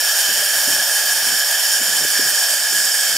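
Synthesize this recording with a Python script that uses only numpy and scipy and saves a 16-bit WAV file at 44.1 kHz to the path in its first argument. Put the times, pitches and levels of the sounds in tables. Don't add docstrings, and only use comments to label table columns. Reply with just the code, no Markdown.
import sys
import numpy as np
from scipy import signal
from scipy.fft import rfft, irfft, next_fast_len
from scipy.io import wavfile
from scipy.ndimage import uniform_filter1d, map_coordinates

SR = 44100
rng = np.random.default_rng(int(sys.argv[2]) if len(sys.argv) > 2 else 0)


def invert_db(x):
    u = np.asarray(x, float) / 20
    return 10 ** u


def unload_audio(sound):
    columns = np.transpose(np.atleast_2d(sound))
    steps = np.round(np.clip(columns, -1, 1) * 32767)
    wavfile.write(sys.argv[1], SR, steps.astype(np.int16))


N = 139797
SWING_HZ = 98.8
EAR = np.array([[.5], [-.5]])

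# pitch in Hz, width in Hz, level in dB, left over right in dB.
RESONANCES = [(593, 73, -15, 0), (757, 310, -15, 0), (1675, 88, 1.5, 0), (2620, 350, -30, -5),
              (3105, 140, -4.5, 1), (3660, 110, -15, 5), (4690, 127, -6, 1), (5160, 320, -10, -9.5),
              (5503, 157, -2.5, 3), (6964, 203, -7, 1.5), (7600, 210, -21, -10), (8320, 150, -9, 0),
              (9255, 106, -5.5, 1.5), (9970, 150, -16, -8), (10620, 420, -13.5, -6), (11500, 240, -15, -10),
              (12240, 270, -18, 5), (13400, 640, -15, -4), (14120, 100, -13.5, 3)]


def unit(x):
    return x / np.sqrt(np.mean(x ** 2) + 1e-20)


def along(points, hz):
    f, v = np.transpose(points)
    return np.interp(np.log(hz + 1), np.log(f + 1), v)


def curve(rows):
    return np.interp(np.arange(N) / SR, *np.transpose(rows))


def wobble(rate):
    knots = rng.standard_normal(int(N * rate / SR) + 4)
    return map_coordinates(knots, [np.arange(N) * rate / SR])


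def filtered(x, response):
    m = next_fast_len(N + 8192)
    hz = np.fft.rfftfreq(m, 1 / SR)
    return irfft(rfft(x, m) * response(hz), m)[..., :N]


def eddies(patchy_db, drift_db):
    z = signal.stft(rng.standard_normal((2, N)), nperseg=512)[2]

    def blur(bins, frames):
        field = uniform_filter1d(rng.standard_normal(z.shape[1:]), bins, 0)
        return unit(uniform_filter1d(field, frames, 1))

    gain_db = patchy_db * blur(7, 10) + drift_db * blur(3, 70)
    return signal.istft(z * invert_db(gain_db), nperseg=512)[1][:, :N]


def ports(hz, alike):
    turn = np.arccos(np.clip(along(alike, hz), -1, 1)) / 2
    return np.array([np.cos(turn), np.sin(turn)])


def nozzle(hz, at):
    # frequency in Hz, relative level in dB.
    jet_tone = [(30, -75), (120, -48), (250, -55), (500, -28), (1200, -20.5), (4000, -17), (7000, -12.5),
                (11000, -16), (14500, -18), (16000, -24.5)]
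    # frequency in Hz, left over right in dB.
    jet_pan = [(2000, -1), (5000, -4), (9000, -10), (12000, 2.5), (15000, 2)]
    travel_db = [-4.5, -2.5, -0.7, -26, -1, -4, 1.5, 4.5, -0.5, 0.5, 23.5, 12, -1.5, -6, -1, 0, 5, -2, 1]
    # frequency in Hz, width in Hz, depth in dB.
    dips = [(1060, 200, 6), (2030, 120, 10), (2800, 120, 5), (4890, 80, 3), (6200, 300, 3), (7470, 130, 8),
            (8570, 120, 5), (9650, 120, 4), (10200, 150, 5), (12370, 170, 7)]
    # frequency in Hz, radians.
    lead = [(3500, .05), (4400, 0.53), (6600, .05), (7800, 0.41), (10200, 0.52), (11500, .75),
            (15200, 0.71)]
    lead_grows = 1.4

    power = invert_db(2 * (along(jet_tone, hz) + EAR * along(jet_pan, hz)))
    for (c, w, db, pan_db), more_db in zip(RESONANCES, travel_db):
        peak = (hz * w) ** 2 / ((c * c - hz * hz) ** 2 + (hz * w) ** 2)
        peak = peak * np.minimum(hz / c, 1) ** 2
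        power = power + invert_db(2 * (db + at * more_db + EAR * pan_db)) * peak

    gap = (3890 + at * 90, 120, 15 + at * 6)
    dips_db = sum(db / (1 + (2 * (hz - c) / w) ** 2) for c, w, db in dips + [gap])

    bass_share = np.minimum(hz / 3500, 1)
    phase = EAR * along(lead, hz) * bass_share * (1 + at * lead_grows)
    return np.sqrt(power) * invert_db(-dips_db) * np.exp(1j * phase)


def travelling(x):
    stages = 7
    echo_count, echo_db = 6, -22
    echo_s, echo_shift_s = .004, .00012

    delay, shift = rng.random((2, echo_count, 2, 1))
    place = np.linspace(-.5, .5, N)
    m = next_fast_len(N + 8192)
    hz = np.fft.rfftfreq(2048, 1 / SR)
    spectrum = rfft(x, m)
    out = 0
    for at in np.linspace(-.5, .5, stages):
        late = echo_s * delay + echo_shift_s * at * (2 * shift - 1)
        bounces = np.exp(-2j * np.pi * hz * late).sum(0)
        echoes = 1 + invert_db(echo_db) * np.minimum(hz / 5000, 1) ** 2 * bounces
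        kernel = np.roll(irfft(nozzle(hz, at) * echoes), 1024, 1) * np.hanning(2048)
        heard = irfft(spectrum * rfft(kernel, m), m)[:, 1024:N + 1024]
        nearness = np.clip(1 - abs(place - at) * (stages - 1), 0, 1)
        out = out + heard * nearness
    return out


def plume_flare():
    # moment as share of the cycle, half width as share of the cycle, height in dB.
    flares = [(.485, .07, 4.6), (.9, .04, 4.2), (.04, .11, 3), (.66, .035, 1.8)]
    cycle = np.arange(N) / SR * SWING_HZ
    flare_db = 0
    for at, w, db in flares:
        away = (cycle - at + .5) % 1 - .5
        flare_db = flare_db + db * np.exp(-(away / w) ** 2)
    flare_db = (flare_db - flare_db.mean()) * (1 + .25 * wobble(20))
    splutter_db = 0.6 * wobble(24.27) + 0.66 * wobble(65) + 0.34 * wobble(300)
    return unit(invert_db(flare_db + splutter_db))


def hiss():
    # frequency in Hz, share from 0 to 1.
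    plume = [(3000, .05), (6000, .3), (8000, .9), (15000, .95)]
    # frequency in Hz, likeness (1 is the same).
    likeness = [(100, 1), (450, 0.97), (750, 0.99), (1050, 0.99), (1400, 1), (1850, 0.99), (2060, 0.55),
                (2450, 0.81), (2850, 0.76), (3300, 0.91), (4350, 0.58), (4800, 0.76), (5700, 1),
                (6500, 0.77), (7200, 0.96), (8000, 0.76), (8800, 0.69), (10000, 0.89), (12000, 0.83),
                (14000, 0.87), (15700, 0.8)]
    # time in seconds, level in dB.
    flow = [(0.0, -17), (0.08, -16), (3.17, -16.5)]
    # time in seconds, gain at its centre in dB.
    whistle = [(0, -1), (.5, -0.7), (.75, 1.5), (1.05, 0), (2.7, 0), (3.0, 1), (3.17, -1.5)]

    def share(hz):
        return np.clip(along(plume, hz), 0, 1)

    raw = eddies(patchy_db=0.84, drift_db=.5)
    flaring = filtered(raw * plume_flare(), share)
    steady = filtered(raw, lambda hz: 1 - share(hz))
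    mid, side = filtered(flaring + steady, lambda hz: ports(hz, likeness))
    jet = unit(travelling(np.array([mid + side, mid - side])))

    c, w = RESONANCES[1][:2]
    singing = filtered(jet, lambda hz: 1 / (1 + ((hz - c) / (2 * w)) ** 2))
    jet = jet + (invert_db(curve(whistle)) - 1) * singing
    return invert_db(curve(flow) + 0.55 * wobble(25.46)) * jet


def buzz():
    # multiple of the swing rate, level in dB above the base level below.
    overtones = [(2, -16), (5, -2), (6, -6), (7, 1), (9, 3), (10, -3), (12, -4)]
    base_db = -49.5
    t = np.arange(N) / SR
    out = 0
    for k, db in overtones:
        level = invert_db(base_db + db + 2.4 * wobble(4.86))
        out = out + level * np.sin(2 * np.pi * (k * SWING_HZ * t + rng.random()))
    return out


def rumble():
    # frequency in Hz, relative level in dB.
    rumble_tone = [(20, -25), (50, -2), (120, 0.5), (280, 1.5), (500, -3), (1000, -15), (2000, -67)]
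    # time in seconds, level in dB.
    draught = [(0.0, -49.5), (0.23, -73), (0.29, -42.5), (.4, -46), (0.53, -57), (0.57, -45), (0.64, -51),
               (0.68, -38), (0.8, -40.5), (0.91, -62), (1.02, -49), (1.2, -46), (1.34, -37), (1.39, -58),
               (1.76, -68), (1.81, -39), (1.97, -43), (2.05, -35), (2.08, -52), (2.14, -49), (2.2, -35),
               (2.33, -45.5), (2.47, -67), (2.52, -48), (2.67, -59), (2.73, -40), (3.03, -65), (3.14, -41),
               (3.17, -44)]
    likeness = [(60, 1.0), (150, 0.9), (300, 0.5), (800, .1)]  # Hz, how alike left and right are
    shared_db = 1.5 * wobble(34.8)
    separate_db = 1.7 * np.array([wobble(29.75), wobble(30.3)])
    lumps = invert_db(shared_db + separate_db)
    noise = eddies(patchy_db=1.0, drift_db=-0.1)
    mid, side = filtered(noise, lambda hz: invert_db(along(rumble_tone, hz)) * ports(hz, likeness))
    return invert_db(curve(draught)) * unit(lumps * np.array([mid + side, mid - side]))


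def sharp_puffs():
    # time in seconds, peak level in dB, middle pitch in Hz, left over right in dB.
    puffs = [(0.292, -31, 264, -1), (.679, -26.5, 253, 3), (0.688, -24.5, 302, -1), (.735, -32, 240, 0),
             (1.324, -38, 230, 12), (1.816, -26, 254, 2.5), (2.051, -18, 435, 1), (2.196, -16.5, 360, 1),
             (2.201, -26, 280, -6), (2.73, -26, 400, -4)]
    half_cycles, rise = .9, .25
    t = np.arange(N) / SR
    out = 0
    for s, db, hz, pan_db in puffs:
        u = (t - s) * hz / half_cycles
        start = 2 * np.pi * rng.random() + np.array([[0], [1.2]])
        wave = np.sin(2 * np.pi * hz * (t - s) * (1 + rise * u / 2) + start)
        out = out + invert_db(db + EAR * pan_db) * np.exp(-u * u) * wave
    return out


def scene():
    return hiss() + buzz() + rumble() + sharp_puffs()


def low_pass(x):
    return signal.sosfilt(signal.butter(12, 15940, fs=SR, output="sos"), x)


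def record(dry):
    low_cut_hz, top_hz = 110, 15740

    def response(hz):
        low_cut = (1j * hz / (low_cut_hz + 1j * hz)) ** 2
        return (hz < top_hz) * low_cut

    mix = filtered(dry, response)
    return low_pass(mix)


dry = scene()
out = record(dry)
unload_audio(out)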